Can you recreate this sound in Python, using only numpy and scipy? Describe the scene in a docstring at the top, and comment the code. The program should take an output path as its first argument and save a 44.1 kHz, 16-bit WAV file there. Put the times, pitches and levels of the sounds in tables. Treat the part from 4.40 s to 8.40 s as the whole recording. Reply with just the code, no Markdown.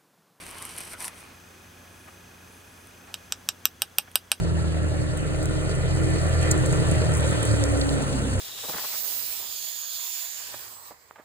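"""On a wet, muddy concrete yard, a diesel loader rolls past at walking pace and eases off the throttle.
Its four cylinders fire in turn: each firing puffs from the exhaust and makes the engine block clatter.
The cooling fan hums and roars, gears whine, thin panels ring, and the engine bay booms near the end.
The tyres press through wet muck that fizzes and spits, and crack bits of grit. It is heard from one side."""
import sys
import numpy as np
from scipy import signal
from scipy.fft import rfft, irfft
from scipy.io import wavfile

SR = 44100
rng = np.random.default_rng(int(sys.argv[2]) if len(sys.argv) > 2 else 0)


def inscribe(sig):
    """Save sig as 16-bit PCM at rate SR to the path in sys.argv[1].

    A 1-D sig is mono; a 2-D sig holds one channel per row.
    Samples are clipped to [-1, 1] before scaling.
    """
    pcm = np.round(np.clip(np.atleast_2d(sig).T, -1, 1) * 32767)
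    wavfile.write(sys.argv[1], SR, pcm.astype(np.int16))


N = 4 * SR
T = np.arange(N) / SR
HZ = np.maximum(np.arange(N // 2 + 1) * SR / N, 1)
SIDES = np.array([[1], [-1]]) / 2   # half up on the left, half down on the right


def from_db(db):
    """Turn decibels into a number to multiply by."""
    return 10 ** (np.asarray(db) / 20)


def rms_one(x):
    """Scale a signal to an average power of 1."""
    return x / np.sqrt(np.mean(x ** 2) + 1e-20)


def in_time(rows):
    """Join a table's rows with straight lines: one curve for each column after the time."""
    times, *columns = np.transpose(rows)
    return [np.interp(T, times, column) for column in columns]


def swell(rows):
    """A volume curve that rises and falls around the table's average level."""
    db = in_time(rows)[0]
    return from_db(db - db.mean())


def at_hz(points):
    """Read a table at every frequency."""
    hz, value = np.transpose(points)
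    return np.interp(np.log(HZ), np.log(hz), value)


def drift(rate_hz):
    """A smooth random wobble of typical size 1, mostly slower than rate_hz."""
    return rms_one(irfft(rfft(rng.standard_normal(N)) / (1 + (HZ / rate_hz) ** 2), N))


def noise():
    """Two unrelated white noises."""
    return rng.standard_normal((2, N))


def coloured(x, spectrum):
    """Shape a signal by a table of levels per hertz, fading 30 dB an octave above the last row."""
    db = at_hz(spectrum) - 30 * np.maximum(np.log2(HZ / spectrum[-1][0]), 0)
    return irfft(rfft(x) * from_db(db) * np.sqrt(SR / 2), N)


def ring(x, hz, width_hz):
    """Make a signal ring at one pitch by passing it twice through a resonance."""
    r = np.exp(-np.pi * width_hz / SR)
    feed = np.array([1, 0, -1]) * (1 - r * r) / 2
    feedback = [1, -2 * r * np.cos(2 * np.pi * hz / SR), r * r]
    for _ in range(2):
        x = signal.lfilter(feed, feedback, x + 1e-18)
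    return x


def tone(cycles):
    """A pure tone that follows a running count of cycles."""
    return np.sqrt(2) * np.sin(2 * np.pi * (cycles + rng.random()))


def whine(cycles, flutter_db=3.2, waver_hz=7):
    """A thin tone that flutters in loudness and pitch."""
    return from_db(flutter_db * drift(15)) * tone(cycles + np.cumsum(waver_hz * drift(24.2)) / SR)


def engine_tones(fired, table, swing_db=2.5):
    """Tones tied to the count of firings so far, each slowly swelling and fading."""
    return sum(from_db(db + swing_db * drift(3)) * tone(multiple * fired) for multiple, db in table)


def engine_noise(fired, repeat_share=0.49, size=4096):
    """Two noises that partly repeat every four firings, so they slide in pitch with the engine."""
    place = (fired / 4 % 1 * size).astype(int)
    pattern = rng.standard_normal((2, size))[:, place]
    return np.sqrt(repeat_share) * pattern + np.sqrt(1 - repeat_share) * noise()


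def screening(x, swing_db=2.5):
    """Panels and wheels get in the way: twelve bands, a third of an octave apart, swell and fade."""
    place = np.clip(3 * np.log2(HZ / 350), 0, 11)
    spectrum = rfft(x)
    bands = (irfft(spectrum * np.maximum(1 - np.abs(place - k), 0), N) for k in range(12))
    return sum(band * from_db(swing_db * (drift(15.4) - 0.67)) for band in bands)


# How alike left and right sound: f/Hz, likeness from 0 to 1
EAR_LIKENESS = [(170, 1), (270, 0.99), (350, 0.76), (620, 0.71), (870, 0.083), (1170, 0.79), (1650, 0.78),
                (1900, 0.31), (2600, 0.39), (3200, 0.88), (3900, 0.22), (5300, 1), (6500, 0.73), (8300, 1),
                (10300, 0.65), (15000, 0.96)]
def spread(pair):
    """Make left and right: both share the first signal and take the second with opposite signs."""
    alike = at_hz(EAR_LIKENESS)
    shared, opposed = rfft(pair)
    return irfft(np.sqrt((1 + alike) / 2) * shared + np.sqrt((1 - alike) / 2) * opposed * [[1], [-1]], N)


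# How far the left wave runs ahead of the right: f/Hz, phase/rad
LEFT_LEAD = [(20, .3), (42, .35), (86, -.65), (170, -1.8), (240, -2.9), (310, -4.4), (400, -5.8),
             (520, -5.6), (740, -5.1), (1000, -2.4), (1250, -2.4), (1420, -1.3), (1700, -2.6), (2300, -3.6),
             (2700, -2.8), (3600, -3), (4200, -4), (5200, -3.2), (5800, -3.1), (6200, -2.6), (7700, -.3),
             (9300, .3), (11300, 3.1), (12800, 3.2), (14000, 6.28)]
# How much louder the left is than the right: f/Hz, level/dB
LEFT_LOUDER = [(60, -1), (160, -0.5), (300, -2), (430, -3), (560, -1), (800, 8), (1000, 2), (1300, 0),
               (1800, -1), (2500, -0.5)]
def from_one_side(x):
    """Sound from the side reaches left and right at unequal times and strengths."""
    balance = from_db(SIDES * at_hz(LEFT_LOUDER))
    shift = np.exp(1j * SIDES * at_hz(LEFT_LEAD))
    return irfft(rfft(x) * balance * shift, N)


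# Loudness of the whistle: t/s, level/dB
WHISTLE_LOUDNESS = [(0, -78), (1.3, -76), (1.55, -65), (1.8, -70), (2.1, -62), (2.4, -68), (2.6, -60),
                    (2.85, -72), (3.1, -65), (3.35, -60), (3.6, -70), (4, -68)]
def whistle(blade_hz, multiple=20.4):
    """A faint, high whistle that sinks as the fan slows."""
    return from_db(in_time(WHISTLE_LOUDNESS)[0]) * whine(multiple * np.cumsum(blade_hz) / SR)


# Notes of the gears: multiple of the firing rate, level/dB
GEAR_NOTES = [(28, -60), (33, -58), (42, -56), (46, -61), (70, -64)]
# Boost added to all those notes: t/s, level/dB
GEAR_BOOST = [(0, -4), (.4, -0.5), (1, -2), (1.3, 0.5), (1.7, 1.5), (2.07, 7.5), (2.3, 2.5), (2.55, 7),
              (2.85, -10), (4, -2)]
def gears(fired):
    """Meshing teeth whine, rising and falling with the engine's speed."""
    notes = sum(from_db(db) * whine(multiple * fired) for multiple, db in GEAR_NOTES)
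    return notes * from_db(in_time(GEAR_BOOST)[0])


# Notes of the panels: f/Hz, width/Hz, level/dB
PANEL_NOTES = [(1300, 160, -51.5), (1807, 105, -47.5), (1942, 73, -54), (2413, 59, -54.5),
               (3184, 25, -56.5)]
# Boost added to all those notes: t/s, level/dB
PANEL_BOOST = [(0, -20), (.7, -6.5), (1.2, 1.5), (1.85, 5), (1.98, 2), (2.07, 13), (2.2, 1.5), (2.6, 3.5),
               (3.05, 6), (3.5, 2), (4, -20)]
def panels(fired):
    """The engine's shaking keeps thin panels ringing."""
    shake = engine_noise(fired)
    notes = sum(from_db(db) * rms_one(ring(shake, hz, 2 * width)) for hz, width, db in PANEL_NOTES)
    return notes * from_db(in_time(PANEL_BOOST)[0])


# Tone colour of the boom: f/Hz, level/dB
BOOM_COLOUR = [(120, -75), (195, -67), (280, -66.5), (350, -81.5), (500, -92.5)]
# How the boom swells: t/s, level/dB
BOOM_SWELL = [(0, -10.5), (2.6, -15), (3.2, -10), (3.5, -6.5), (3.75, 3), (4, 0.5)]
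def bay_boom(fired, pan_db=-0.5):
    """The engine bay booms straight at the listener as its side draws level."""
    boom = spread(coloured(engine_noise(fired), BOOM_COLOUR))
    return boom * swell(BOOM_SWELL) * from_db(pan_db * SIDES)


# Tone colour of the wet muck: f/Hz, level/dB
MUCK_COLOUR = [(2500, -100), (4200, -97), (5500, -84), (6700, -79.5), (8800, -78.5), (10300, -81),
               (11500, -108.5), (13000, -105), (15000, -98.5), (16000, -98)]
# How its sound swells: t/s, level/dB
MUCK_SWELL = [(0, -5.5), (.6, -3), (1.2, -0.5), (1.8, 2), (2.3, 4.5), (2.6, 4), (3, 6), (3.5, 5), (4, 3)]
def muck(pops_per_s=1100, size_spread_db=3, clump_db=1.8):
    """Tyres press wet muck: clumps of tiny pops over a fine fizz."""
    popping = rng.random((2, N)) < pops_per_s / SR
    sizes = from_db(size_spread_db * np.minimum(rng.exponential(1, (2, N)), 5))
    signs = rng.choice([-1, 1], (2, N))
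    pops = from_db(-3.5) * rms_one(popping * sizes * signs * from_db(clump_db * drift(25)))
    fizz = from_db(-5.5) * noise()
    return coloured(pops + fizz, MUCK_COLOUR) * swell(MUCK_SWELL)


# Single spits of mud: t/s, relative level/dB, f/Hz, fade time/s
MUD_SPITS = [(0.774, -21.5, 8800, .003), (1.0282, -22, 8700, .002), (1.615, -28, 8850, 0.0025),
             (1.896, -22, 8108, 0.0023), (2.014, -23, 7940, 0.0016), (2.029, -17.5, 8173, 0.0018),
             (2.1139, -7, 7200, 0.004), (2.178, -20, 7500, .002), (2.261, -17.5, 8560, 0.0035),
             (2.327, -15, 7990, .002), (2.514, -16, 8500, 0.0032), (2.738, -20, 7998, 0.004),
             (2.771, -19, 8465, 0.003), (2.786, -20, 9100, .002), (2.807, -18, 8340, 0.0019),
             (2.878, -21, 6900, 0.0049), (3.030, -18, 8590, 0.0039), (3.053, -17.5, 8620, 0.0038),
             (3.374, -22, 7600, 0.0035), (3.414, -13, 3896, 0.0036), (3.492, -17, 4100, .003)]
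def spits(rise_share=0.4, sharpness=1.7, trim_db=-3.5):
    """The tread squeezes out pockets of water and grit, each a short, bright crackle."""
    t = np.arange(-SR // 100, SR // 25) / SR
    out = np.zeros(N)
    for when, db, hz, fade_s in MUD_SPITS:
        shape = np.exp(-np.abs(t) / fade_s / np.where(t < 0, rise_share, 1))
        burst = ring(rng.standard_normal(len(t)) * shape, hz, hz / sharpness)
        burst = rms_one(burst) * np.sqrt(np.mean(shape ** 2)) / 2
        out += from_db(db + trim_db) * np.interp(T - when, t, burst, 0, 0)
    return out


# Single cracks of grit: t/s, peak level/dB, f/Hz, width/Hz
GRIT_SNAPS = [(1.0572, -14, 7300, 7000), (2.1110, -17, 7200, 2200), (2.1123, -11, 7200, 2600),
              (2.1132, -6.5, 7200, 3400), (2.1153, -14, 7000, 1500), (3.2395, -8.5, 6000, 4600)]
def snaps():
    """Grit cracks under the tyres, each time with one sharp click that barely rings."""
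    out = np.zeros(N)
    for when, db, hz, width_hz in GRIT_SNAPS:
        crack = ring(signal.unit_impulse(N, int(when * SR)), hz, width_hz)
        out += from_db(db) * crack / np.abs(crack).max()
    return out


# Tone colour of the rumble: f/Hz, level/dB
RUMBLE_COLOUR = [(20, -82), (40, -78), (60, -64), (100, -53.5), (150, -59), (200, -56.5), (400, -109)]
# How the rumble swells, along with the exhaust's puffs and weak tones: t/s, level/dB
LOW_SWELL = [(0, -0.5), (1.2, -0.5), (2.2, 2.5), (2.6, 2), (3.2, 0.5), (3.6, -2.5), (4, -5.5)]
def rumble():
    """The frame and the rolling tyres make a low rumble."""
    return coloured(noise(), RUMBLE_COLOUR) * swell(LOW_SWELL)


# Tone colour of the rushing air: f/Hz, level/dB
AIR_COLOUR = [(180, -62.5), (330, -60.5), (420, -61), (540, -57), (640, -62.5), (740, -68.5), (1000, -73.5),
              (2000, -83)]
# Engine tones that stand out of the rush: multiple of the firing rate, level/dB
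AIR_TONES = [(9, -48), (9.5, -53.5), (10.5, -54.5), (12, -50), (12.5, -45.5), (14, -54.5), (14.5, -53.5),
             (16.5, -58.5)]
# How both swell: t/s, level/dB
AIR_SWELL = [(0, -3.5), (.6, -4), (1.2, -1), (1.8, 1.5), (2.35, 2.5), (3, 2), (3.5, 1), (4, -2)]
def cooling_air(fired):
    """The fan drives a roar of air with the engine's higher tones in it."""
    rush = coloured(engine_noise(fired), AIR_COLOUR)
    tones = engine_tones(fired, AIR_TONES) * [[1], [0]]   # only in the signal both ears share
    return (rush + tones) * swell(AIR_SWELL)


# How often a fan blade passes: t/s, f/Hz
BLADE_RATE = [(0.0, 163.6), (0.3, 159.8), (0.55, 155.7), (0.75, 154.8), (1.0, 155.7), (1.3, 158.6),
              (1.55, 159.9), (1.8, 160.3), (2.05, 158.5), (2.3, 157), (2.5, 158.2), (2.75, 153.7),
              (3.0, 150.9), (3.25, 145.1), (3.5, 140.7), (3.75, 135.2), (4.0, 130.0)]
# Tones at 1, 2 and 4 times that rate: t/s, then level/dB for each
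FAN_TONES = [(0, -28, -41, -51), (.4, -33, -37.5, -48.5), (.85, -33.5, -41, -45), (1.2, -32, -33, -44),
             (1.38, -32.5, -46, -46.5), (1.68, -30.5, -28, -53), (1.92, -29.5, -46, -45.5),
             (2.1, -32, -31, -46), (2.35, -29.5, -32, -46), (2.55, -31, -36, -37.5), (2.72, -28, -43, -38),
             (2.9, -31, -37.5, -45.5), (3.2, -40.5, -30.5, -45), (3.55, -29.5, -28, -52),
             (4, -33.5, -95, -46)]
# Boost added to each of the three: level/dB
FAN_BOOST = [0.7, 1, 0]
def fan_hum(blade_hz, pitch_waver=0.002, waver_db=0.92):
    """Passing blades hum one wavering note and the two octaves above it."""
    passes = np.cumsum(blade_hz * (1 + pitch_waver * drift(7.1))) / SR
    return sum(from_db(db + FAN_BOOST[k] + waver_db * drift(10)) * tone(2 ** k * passes)
               for k, db in enumerate(in_time(FAN_TONES)))


# Tone colour of the clatter: f/Hz, level/dB
CLATTER_COLOUR = [(400, -103), (750, -73), (1000, -71), (1350, -68), (1560, -69), (1830, -70),
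                  (2250, -76.5), (3000, -75), (3700, -78.5), (4500, -76), (5500, -84.5), (8000, -84),
                  (11000, -100)]
# How the clatter swells: t/s, level/dB
CLATTER_SWELL = [(0, -1.5), (.6, -1), (1.3, 0), (1.95, 2.5), (2.07, 4.5), (2.2, 4.5), (2.65, 4), (2.95, 5),
                 (3.4, 2.5), (4, 0.5)]
def block_clatter(fired, clicks, fade_s=0.0059, depth=0.33):
    """Every firing shakes a burst of clatter from the engine block."""
    knocks = signal.lfilter([1], [1, -np.exp(-1 / (fade_s * SR))], clicks)
    rattle = rms_one(engine_noise(fired) * (1 + depth * knocks))
    return coloured(rattle, CLATTER_COLOUR) * swell(CLATTER_SWELL)


# Strength of each of the four cylinders: level/dB
CYLINDER_STRENGTH = [-0.5, 4, -1, -6.5]
def firings(fired, jitter_s=0.00026, scatter_db=2.1):
    """The cylinders fire in turn: one click each, a little uneven in time and strength."""
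    due = np.flatnonzero(np.diff(np.floor(fired)) > 0)
    late, strong = rng.standard_normal((256, 2))[:len(due)].T
    at = np.clip(due + (late * jitter_s * SR).astype(int), 0, N - 1)
    clicks = np.zeros(N)
    clicks[at] = from_db(np.resize(CYLINDER_STRENGTH, len(due)) + scatter_db * strong)
    return clicks


# The engine's throb: t/s, firing rate f/Hz, then level/dB (before boost) at 1, 2 and 3 times that rate
THROB = [(0.0, 41.48, -32, -37, -46), (0.12, 40.95, -43, -26.5, -34), (0.3, 39.72, -44, -27, -43),
         (0.5, 40.78, -42, -27, -43), (0.65, 41.53, -41, -30.5, -34.5), (0.8, 42.53, -36.0, -34, -46),
         (1.05, 42.91, -33, -31.5, -36.5), (1.3, 43.56, -35.5, -32, -34.5), (1.55, 43.08, -31, -27, -29.5),
         (1.8, 41.65, -37, -27, -33.0), (2.05, 41.95, -36, -23, -32), (2.3, 43.17, -33.0, -32.5, -29),
         (2.55, 40.95, -37, -25.5, -33), (2.7, 39.51, -45, -29, -28), (2.85, 38.19, -47, -26, -29.5),
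         (3.0, 38.1, -45.0, -36, -32.5), (3.12, 36.01, -44.0, -29.0, -22.5), (3.3, 35.0, -51, -27.5, -30),
         (3.5, 33.31, -49, -32, -37.0), (3.7, 32.85, -53, -37.5, -41), (3.85, 31.83, -53, -30, -35),
         (4.0, 31.1, -50.5, -31, -26)]
# Weaker tones from the unequal cylinders: multiple of the firing rate, level/dB
UNEVEN_TONES = [(1.5, -46.5), (1.75, -39.5), (2.25, -50.5), (2.5, -49), (2.75, -37), (3.25, -40.5),
                (4, -43), (4.25, -47)]
# Tone colour of the puffs: f/Hz, level/dB
PUFF_COLOUR = [(25, -94), (50, -74), (70, -58.5), (110, -63), (145, -55), (190, -56.5), (260, -61.5),
               (400, -67.5), (600, -69.5), (900, -97)]
def exhaust(fired, clicks, boosts_db=(0, 1, 1.2), swing_db=0.9):
    """The exhaust puffs at each firing and throbs with three deep tones; weaker ones beat against them."""
    throb = sum(from_db(db + boosts_db[k] + swing_db * drift(5.8)) * tone((k + 1) * fired)
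                for k, db in enumerate(in_time(THROB)[1:]))
    puffs = coloured(rms_one(clicks), PUFF_COLOUR)
    return throb + (engine_tones(fired, UNEVEN_TONES) + puffs) * swell(LOW_SWELL)


def scene():
    """Add up the loader's sounds, most of them arriving from one side."""
    fired = np.cumsum(in_time(THROB)[0]) / SR   # running count of firings
    blade_hz = in_time(BLADE_RATE)[0]
    clicks = firings(fired)
    machine = screening(block_clatter(fired, clicks) + rumble() + cooling_air(fired))
    wide = spread(machine + panels(fired) + muck())
    narrow = exhaust(fired, clicks) + fan_hum(blade_hz) + spits() + snaps()
    return from_one_side(wide + narrow) + bay_boom(fired) + gears(fired) + whistle(blade_hz)


def record(dry, cutoff_hz=15900):
    """Cut away the very highest treble."""
    return signal.sosfilt(signal.ellip(10, .1, 80, cutoff_hz, fs=SR, output="sos"), dry)


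dry = scene()
out = record(dry)
inscribe(out)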